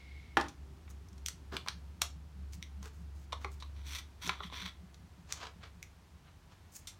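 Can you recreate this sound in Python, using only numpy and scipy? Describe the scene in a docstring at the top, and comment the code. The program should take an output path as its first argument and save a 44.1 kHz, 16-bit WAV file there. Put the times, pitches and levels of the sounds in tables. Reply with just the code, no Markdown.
"""A plastic cleanser bottle in gloved hands: it clicks and thuds as the seal is picked off, and a lid
grates on its thread in tiny slips as it is screwed on. First a cap lands on a table and sets the top
ringing; near the end clothes swish as the person turns away. Behind the wall of the small, hissing
room a machine throbs and its two motors beat against each other. A thin whistle fades at the start."""
import sys
import numpy as np
from scipy import signal
from scipy.fft import rfft, irfft, next_fast_len
from scipy.io import wavfile
from scipy.ndimage import map_coordinates

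SR = 44100
rng = np.random.default_rng(int(sys.argv[2]) if len(sys.argv) > 2 else 0)


def dump_mix(stems):
    """Bounce the given channels to the path in sys.argv[1] as a 16-bit WAV at rate SR."""
    frames = np.atleast_2d(stems).T  # one column per channel
    limited = np.clip(frames, -1, 1)  # hard clip at full scale
    pcm = np.round(limited * 32767).astype(np.int16)
    wavfile.write(sys.argv[1], SR, pcm)


N = 308259

# room noise spectrum: freq_hz, gain_db
AIR_SPECTRUM = [(15, -54), (26, -23), (40, -23), (55, -8), (75, 8), (100, -5.5), (150, 0.5), (210, -9),
                (320, -11), (520, -19), (900, -17), (1900, -23), (5500, -29), (10500, -36.5), (16000, -41)]
# room decay: freq_hz, t60_s
ROOM_DECAY = [(200, 0.33), (800, 0.23), (2500, 0.23), (6000, 0.23), (14000, 0.16)]
# whistle envelope: time_s, level_db
WHISTLE_LEVEL = [(0, -62), (.2, -62), (.36, -69), (.45, -110)]
# main motor envelope: time_s, level_db
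MAIN_MOTOR_LEVEL = [(0, -55.5), (1.7, -54), (2.4, -49), (3.9, -46), (4.15, -56), (4.9, -56), (5.2, -72),
                    (7, -74)]
# main motor speed: time_s, pitch_hz
MAIN_MOTOR_PITCH = [(0, 71.73), (1, 71.23), (2, 70.84), (3.6, 70.5), (4.1, 69.67), (4.8, 66.5), (5.3, 68.9),
                    (7, 67.1)]
# second motor envelope: time_s, level_db
SECOND_MOTOR_LEVEL = [(0, -52.5), (1.3, -54), (2.5, -56.5), (4.8, -67), (5.4, -61), (6, -59.5), (7, -77)]
# weak tones beside the motors: pitch_hz, level_db
SIDE_TONES = [(80.4, -64), (95.2, -62), (44.5, -67)]
# brief higher tone in the hum: time_s, level_db
BRIEF_TONE_LEVEL = [(.4, -100), (.65, -70.5), (1.05, -70), (1.45, -73), (1.8, -100)]
# runs of machine throbs: start_s, end_s, period_s
THROB_SPANS = [(.722, 3.3, .2075), (4.272, 6.2, .187)]
# throb strength: time_s, level_db
THROB_LEVEL = [(.7, -61.5), (1.2, -60.5), (1.95, -52.5), (3, -51.5), (3.25, -61.5), (4.25, -45.5), (5, -54),
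               (5.3, -57), (6.2, -61.5)]
# cloth friction spectrum: freq_hz, gain_db
CLOTH_SPECTRUM = [(100, -9), (400, 3), (1200, 9.5), (3000, 8.5), (7000, 3), (10000, -13), (16000, -18)]
# clothes brushing: start_s, end_s, relative_db, swell_db, low_db, high_db
CLOTH_STROKES = [(5.295, 5.4, -55.5, -3.5, 2.5, 1), (5.4, 5.485, -44, 5.5, 5.5, -6),
                 (5.622, 5.676, -50.5, 7, 4.5, -10.5), (6.255, 6.3, -64.5, -1, 6, -27),
                 (6.518, 6.54, -58, 4, 7, -2)]
# cap landing and rocking: time_s, relative_db
CAP_HITS = [(.3700, -19), (.3845, -38), (.3990, -33), (.4120, -37.5), (0.44, -43), (0.463, -47)]
# cap impact spectrum: freq_hz, gain_db
CRACK_SPECTRUM = [(100, -23), (300, 3.5), (750, -2.5), (1100, 3.5), (1450, 3), (2400, -7.5), (3600, -7),
                  (4500, -14), (7000, -25.5), (10000, -34), (16000, -37)]
# table top modes: freq_hz, relative_db, t60_s
TABLE_MODES = [(179.5, -12, 0.19), (250, -16, 0.36), (295.2, -12, 0.37), (341, -1.5, 0.13),
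               (404, -10, 0.16), (457, -18, 0.14), (626, -13, 0.11), (807, 1.5, 0.13), (900, -5, 0.14),
               (1006, -14.5, 0.17), (1193, -6.5, 0.12), (1370, -13, 0.1), (1520, -16, 0.12),
               (1665, -7, 0.074), (2020, -6, 0.083), (2530, -21.5, 0.072), (3200, -17, 0.092),
               (3570, -19, .13)]
# rubber friction spectrum: freq_hz, gain_db
RUBBER_SPECTRUM = [(100, 0), (350, -1), (700, -9.5), (1500, 5), (4000, 2), (6500, 5), (10000, -7),
                   (16000, -11.5)]
# gloves rubbing plastic: start_s, end_s, relative_db, swell_db, low_db, high_db
GLOVE_STROKES = [(0.895, 0.915, -56.5, 3, 12, 8), (1.523, 1.566, -44.5, 0.5, 15.5, -14),
                 (1.66, 1.69, -62, 4, 4, 2), (2.525, 2.555, -58.5, 0.5, -13, 4),
                 (2.825, 2.885, -56.5, 2, 10.5, -4.5), (2.93, 3.03, -73, -1.5, 14, 3),
                 (3.15, 3.25, -72, 0, -6, 2), (3.41, 3.445, -58.5, -1, 10.5, -8),
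                 (3.515, 3.545, -61.5, 1.5, 2, 5), (6.722, 6.8, -45.5, 15, 0, 12)]
# bottle and lid resonances: freq_hz, width_hz, gain_db
PLASTIC_MODES = [(1062, 285, -1), (1410, 310, -2), (2200, 920, -2), (3510, 890, -3), (4360, 1500, -5.5),
                 (5360, 370, -6), (5790, 470, 0.5), (6460, 1470, -4), (7650, 390, -3.5), (8560, 1160, -8),
                 (9670, 700, -7.5), (11330, 610, -13), (12100, 2100, -13.5), (14300, 2600, -15)]
# rim ringing as the lid is seated and tightened: time_s, gain_db
RIM_GAIN = [(3.9, -13), (4.22, -4), (4.35, 11), (4.55, -4), (4.62, -6)]
# lid twists on the thread: start_s, end_s, relative_db, swell_db, low_db, high_db
LID_TWISTS = [(3.76, 3.855, -63.5, 1.5, 0, -16), (3.861, 4.003, -43.5, 5.5, -6, -8.5),
              (4.221, 4.296, -43, 1, -1.5, -8.5), (4.31, 4.4, -55, -3.5, 11, -17),
              (4.415, 4.477, -48, 4.5, -1, -12.5), (4.526, 4.69, -45.5, -0.5, -1.5, -16)]
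# hollow bottle thuds: time_s, relative_db, pitch_hz
WALL_THUDS = [(1.524, -43, 388), (1.535, -48, 227), (2.018, -46.5, 694), (2.857, -50.5, 430),
              (3.33, -59, 502), (3.446, -43, 391), (4.247, -44.5, 245), (4.275, -46, 380),
              (4.405, -52, 413), (4.526, -52, 248)]
# fingertip ticking: start_s, end_s, ticks_per_s, relative_db
TICK_SPANS = [(1.044, 1.246, 15, -63.5)]
# plastic contacts: time_s, relative_db, low_db, high_db, contact_t60_s, ring_hz
PLASTIC_CLICKS = [(0.412, -45, -17, -3, 0.0077, 5030), (0.4837, -51.5, -5, -3, 0.053, 5600),
                  (0.878, -60.5, 6, -25, 0.034, 2080), (1.262, -37, -14, 6, 0.0039, 4340),
                  (1.2845, -39, 0.5, 6, 0.0087, 4200), (1.5671, -37, 5, -10.5, 0.018, 2970),
                  (1.663, -49, 11, -25, 0.027, 1390), (1.675, -44.5, 11.5, -21, 0.028, 2410),
                  (1.685, -35, -4, -9, 0.0081, 3400), (2.0181, -28.5, 0, 1.5, 0.015, 3750),
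                  (2.5333, -56, -12, -3, 0.014, 4330), (2.6269, -45.5, -27, -6, 0.0032, 3630),
                  (2.829, -54.5, 11, 3, 0.0049, 6160), (2.857, -53, 0, -3, 0.021, 1510),
                  (3.323, -44, 5, -10.5, 0.055, 3370), (3.329, -37, 8.5, -17, 0.02, 910),
                  (3.4462, -38.5, 19.5, -17, 0.02, 2120), (3.601, -55.5, -8, -3.5, 0.09, 4300),
                  (3.6242, -48, 7.5, -11, 0.03, 3970), (4.2759, -43.5, 15, 1, 0.014, 6000),
                  (4.2935, -30, 9.5, -18.5, 0.02, 2210), (4.4047, -41, 23.5, -38, 0.015, 3340),
                  (4.4338, -45.5, 8, -29, 0.04, 3380), (4.5, -56, 9, -17, 0.012, 3420),
                  (4.525, -50.5, 21, -14, 0.01, 3420), (4.944, -60.5, 5, -2, 0.013, 3950),
                  (5.3246, -36.5, -9, -4.5, 0.00088, 6400), (5.8283, -48, -10, -1.5, 0.0043, 2160),
                  (6.872, -44, -9, 5.5, 0.14, 3700)]


def amp(db):
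    """Decibels to gain."""
    return 10 ** (np.asarray(db) / 20)


def unit(x):
    """Scale to rms 1."""
    return x / np.sqrt(np.mean(x ** 2) + 1e-20)


def along(points, hz):
    """(freq_hz, value) rows read on a log axis."""
    freqs_hz, values = np.transpose(points)
    return np.interp(np.log(hz + 1), np.log(freqs_hz + 1), values)


def curve(rows):
    """(time_s, value) rows as one value per sample."""
    return np.interp(np.arange(N) / SR, *np.transpose(rows))


def wobble(knots_per_s, size):
    """Smooth random curve."""
    knots = rng.standard_normal(int(size * knots_per_s / SR) + 4)
    return map_coordinates(knots, [np.arange(size) * knots_per_s / SR])


def add(track, start_s, sound):
    """Mix a sound into the track."""
    part = track[max(round(start_s * SR), 0):][:len(sound)]
    part += sound[:len(part)]


def coloured(x, gain, size=8192):
    """Minimum-phase filter of magnitude gain(hz); output at rms 1."""
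    cepstrum = irfft(np.log(np.maximum(gain(np.fft.rfftfreq(size, 1 / SR)), 1e-6)))
    cepstrum[1:size // 2] *= 2
    cepstrum[size // 2 + 1:] = 0
    return unit(signal.fftconvolve(x, irfft(np.exp(rfft(cepstrum))))[:len(x)])


def peak(hz, centre_hz, half_width_hz):
    """Resonance curve of height 1."""
    return 1 / (1 + ((hz - centre_hz) / half_width_hz) ** 2)


def air():
    """Steady room hiss; its low rumble eases as the machine quietens."""
    gain = amp(-59.5 + 0.36 * wobble(2.34, N))
    noise = gain * coloured(rng.standard_normal(N), lambda hz: amp(along(AIR_SPECTRUM, hz)))
    rumble = signal.sosfiltfilt(signal.butter(2, 450, fs=SR, output="sos"), noise)
    return noise - rumble + rumble * amp(curve([(0, 3.5), (4.5, 0), (6.9, -2.5)]))


def room(x, build_s=0.0021):
    """Close walls return a short, diffuse tail."""
    hz, t, spectrum = signal.stft(rng.standard_normal(SR // 2), SR, nperseg=256)
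    tail = signal.istft(spectrum * amp(-60 * t / along(ROOM_DECAY, hz)[:, None]), SR, nperseg=256)[1]
    tail *= 1 - np.exp(-np.arange(len(tail)) / SR / build_s)
    return signal.fftconvolve(x, tail / np.linalg.norm(tail))[:N]


def whistle(pitch_hz=2170, width_hz=190, hiss_db=-17):
    """Narrow noise band with a little hiss."""
    colour = lambda hz: peak(hz, pitch_hz, width_hz / 2) + amp(hiss_db) * peak(hz, 3600, 1500)
    return amp(curve(WHISTLE_LEVEL)) * coloured(rng.standard_normal(N), colour)


def motors(second_hz=67.68, antiphase_s=.02, brief_tone_hz=388):
    """Two motors at nearly equal speed beat; weaker tones waver beside them."""
    t = np.arange(N) / SR
    turns = np.cumsum(curve(MAIN_MOTOR_PITCH)) / SR
    turns -= np.interp(antiphase_s, t, turns)
    main = amp(curve(MAIN_MOTOR_LEVEL)) * np.sin(2 * np.pi * turns)
    second = amp(curve(SECOND_MOTOR_LEVEL)) * np.sin(2 * np.pi * second_hz * (t - antiphase_s))
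    out = np.sqrt(2) * (main - second)
    for hz, db in SIDE_TONES + [(brief_tone_hz, curve(BRIEF_TONE_LEVEL))]:
        swell_db, drift_rad = 3.5 * wobble(9, N), .8 * wobble(7, N)
        out += amp(db + swell_db) * np.sin(2 * np.pi * hz * t + drift_rad)
    return out


def throbs(pitch_hz=174, scatter_hz=7.1, scatter_db=2.0, rise_s=.024, fall_s=.042):
    """Soft machine pulses of tone and rumble, about five a second."""
    out = np.zeros(N)
    t = np.arange(SR // 3) / SR - .12
    swell = np.exp(-(t / np.where(t < 0, rise_s, fall_s)) ** 2)
    for time_s in np.concatenate([np.arange(*span) for span in THROB_SPANS]):
        db = np.interp(time_s, *np.transpose(THROB_LEVEL)) + rng.normal(0, scatter_db)
        tone = np.sin(2 * np.pi * (rng.normal(pitch_hz, scatter_hz) * t + rng.random()))
        rumble = coloured(rng.standard_normal(len(t)), lambda hz: peak(hz, 185, 60) ** 2)
        add(out, time_s + t[0], amp(db) * swell * (tone + 0.47 * rumble))
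    return out


def touch(hz, low_db, high_db):
    """Contact gain: soft, broad contacts favour lows, sharp edges highs."""
    return amp(along([(1050, low_db), (2100, 0.0044), (4000, 0.0042), (7000, high_db)], hz))


def friction(rows, body, slips_per_s, hiss_db, edge_s, uneven_db, swell_at, swell_width):
    """Tiny random slips over hiss, shaped by body(hz, start_s); pressure swells once per stroke."""
    out, margin_s = np.zeros(N), .03
    for start_s, end_s, db, swell_db, low_db, high_db in rows:
        length_s = max(end_s - start_s, .005)
        t = np.arange(int((length_s + 2 * margin_s) * SR)) / SR - margin_s
        rise = .5 + .5 * np.tanh(t / edge_s)
        fall = .5 + .5 * np.tanh((length_s - t) / edge_s)
        bump = np.exp(-((t / length_s - swell_at) / swell_width) ** 2)
        pressure = amp(swell_db * (bump - 1))  # dips instead if swell_db < 0
        slips = (rng.random(len(t)) < slips_per_s / SR) * rng.standard_normal(len(t))
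        force = unit(slips) + amp(hiss_db) * rng.standard_normal(len(t))
        force *= amp(uneven_db * wobble(139, len(t)))
        rub = coloured(force, lambda hz: body(hz, start_s) * touch(hz, low_db, high_db))
        add(out, start_s - margin_s, amp(db) * pressure * np.sqrt(rise * fall) * rub)
    return out


def clothes():
    """Fabric brushes in dense, uneven slips."""
    fabric = lambda hz, _: amp(along(CLOTH_SPECTRUM, hz))
    return amp(-2) * friction(CLOTH_STROKES, fabric, slips_per_s=4000, hiss_db=-3, edge_s=.01,
                              uneven_db=3, swell_at=.5, swell_width=.35)


def cap_landing(ring_db=-8.5, attack_s=0.0008, crack_db=2.5, crack_t60_s=0.031):
    """The cap cracks onto the table, rocks and rings the top."""
    out, t = np.zeros(N), np.arange(SR // 2) / SR
    for time_s, db in CAP_HITS:
        modes = sum((-1) ** k * amp(mode_db + rng.normal(0, 1.2) - 60 * t / t60_s)
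                    * np.sin(2 * np.pi * hz * t) for k, (hz, mode_db, t60_s) in enumerate(TABLE_MODES))
        ring = amp(ring_db) * modes * (1 - np.exp(-t / attack_s))
        noise = coloured(rng.standard_normal(len(t)), lambda hz: amp(along(CRACK_SPECTRUM, hz)))
        crack = noise * amp(crack_db - 60 * t / crack_t60_s)
        add(out, time_s, amp(db) * (ring + crack))
    return out


def gloves():
    """Rubber rubs on plastic in short, hissy strokes."""
    rubber = lambda hz, _: amp(along(RUBBER_SPECTRUM, hz)) * (1 + (hz / 16000) ** 2)
    return amp(-0.5) * friction(GLOVE_STROKES, rubber, slips_per_s=940, hiss_db=1, edge_s=.003,
                                uneven_db=.5, swell_at=.52, swell_width=.16)


def bottle_gain(hz, detune=1, damping=1, valley_db=-17):
    """Plastic resonances, shifted and damped by the grip, over the broad sound of the walls."""
    mode_power = sum((amp(db) * peak(hz, mode_hz * detune, width_hz * damping / 2)) ** 2
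                     for mode_hz, width_hz, db in PLASTIC_MODES)
    valley_power = amp(valley_db) ** 2 / (1 + (hz / 5000) ** 4)
    return np.sqrt(mode_power + valley_power) * hz / (hz + 120)


def lid_gain(hz, time_s, rim_hz=3430, skirt_hz=5950, skirt_db=-7, fizz_db=3):
    """Bottle resonances plus the lid's rim and skirt modes; the dry thread adds fizz."""
    rim = amp(np.interp(time_s, *np.transpose(RIM_GAIN))) * peak(hz, rim_hz, 260) ** 2
    skirt = amp(skirt_db) * peak(hz, skirt_hz, 260) ** 2
    fizz = amp(along([(7000, 0), (12000, fizz_db)], hz))
    return (bottle_gain(hz, damping=0.96, valley_db=-14) + rim + skirt) * fizz


def lid_thread():
    """The lid grates on its thread with each twist."""
    return amp(-1.24) * friction(LID_TWISTS, lid_gain, slips_per_s=1300, hiss_db=-3, edge_s=.006,
                                 uneven_db=2, swell_at=.65, swell_width=.2)


def bottle_thuds(gain_db=2, attack_s=0.0034, t60_s=0.12):
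    """A pressed wall flexes and rings in three low modes."""
    out, t = np.zeros(N), np.arange(SR // 3) / SR
    envelope = amp(-60 * t / t60_s) * (1 - np.exp(-t / attack_s))
    for time_s, db, hz in WALL_THUDS:
        modes = [(1, 1), (rng.uniform(0.815, .92), .4), (rng.uniform(1.1, 2.1), .4)]
        ring = sum(gain * np.sin(2 * np.pi * hz * ratio * t) for ratio, gain in modes)
        add(out, time_s, amp(db + gain_db) * ring * envelope)
    return out


def fingertip_ticks(scatter_db=8, low_db=3.5, high_db=2.6, t60_s=0.022, ring_hz=5900):
    """Faint, irregular fingertip contacts, as PLASTIC_CLICKS rows."""
    rows = []
    for start_s, end_s, ticks_per_s, db in TICK_SPANS:
        count = max(round((end_s - start_s) * ticks_per_s), 1)
        for k, (jitter, strength) in enumerate(rng.random((count, 2))):
            time_s = start_s + (end_s - start_s) * (k + jitter) / count
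            rows.append((time_s, db + scatter_db * (2 * strength - 1), low_db, high_db, t60_s, ring_hz))
    return rows


def bottle_clicks(gain_db=-1.5, strain_db=-20, strain_t60_s=0.015, linger_db=-13, linger_t60_s=0.074):
    """Plastic strains, snaps and chatters; one resonance leads and the bottle rings on faintly."""
    out = np.zeros(N)
    t = np.arange(SR // 4) / SR - .01
    snapped = t >= 0
    strain = amp(strain_db - 60 * np.abs(t) / strain_t60_s)
    linger_decay = snapped * amp(-60 * np.abs(t) / linger_t60_s)
    treble_cut = lambda hz: amp(along([(9000, 0), (15000, -5)], hz))
    for time_s, db, low_db, high_db, t60_s, ring_hz in PLASTIC_CLICKS + fingertip_ticks():
        force = np.where(snapped, amp(-60 * np.abs(t) / max(t60_s, .001)), strain)
        chatter = rng.standard_normal(len(t)) * force
        chatter[np.argmax(snapped)] += 2.5  # snap impulse
        detune = 1 + .02 * rng.standard_normal()
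        ring = lambda hz: amp(-1) * peak(hz, ring_hz, 0.13 * ring_hz)
        colour = lambda hz: (bottle_gain(hz, detune) + ring(hz)) * touch(hz, low_db, high_db)
        snap = coloured(chatter, lambda hz: colour(hz) * treble_cut(hz))
        linger = coloured(rng.standard_normal(len(t)) * linger_decay, colour)
        click = (snap + amp(linger_db) * linger) * np.sqrt(0.016 * SR / len(t))  # energy of 16 ms at rms 1
        add(out, time_s + t[0], amp(db + gain_db) * click)
    return out


def scene():
    """Cap, bottle and clothes in the room, over the machine; mono."""
    knock = cap_landing()
    snaps = bottle_clicks() + bottle_thuds()
    rubs = lid_thread() + gloves() + clothes()
    reverb = amp(-7.5) * room(knock) + amp(-9) * room(snaps) + amp(-8) * room(rubs)
    background = motors() + throbs() + whistle() + air()
    return (knock + snaps + rubs + reverb + background)[None]


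def record(dry, ceiling=0.4, cutoff_hz=16200):
    """Soft peak limiter, then brick-wall low-pass."""
    rounded = dry / (1 + (dry / ceiling) ** 4) ** (1 / 4)
    size = next_fast_len(N + SR // 2)
    passband = np.fft.rfftfreq(size, 1 / SR) < cutoff_hz
    return irfft(rfft(rounded, size) * passband, size)[..., :N]


dry = scene()
out = record(dry)
dump_mix(out)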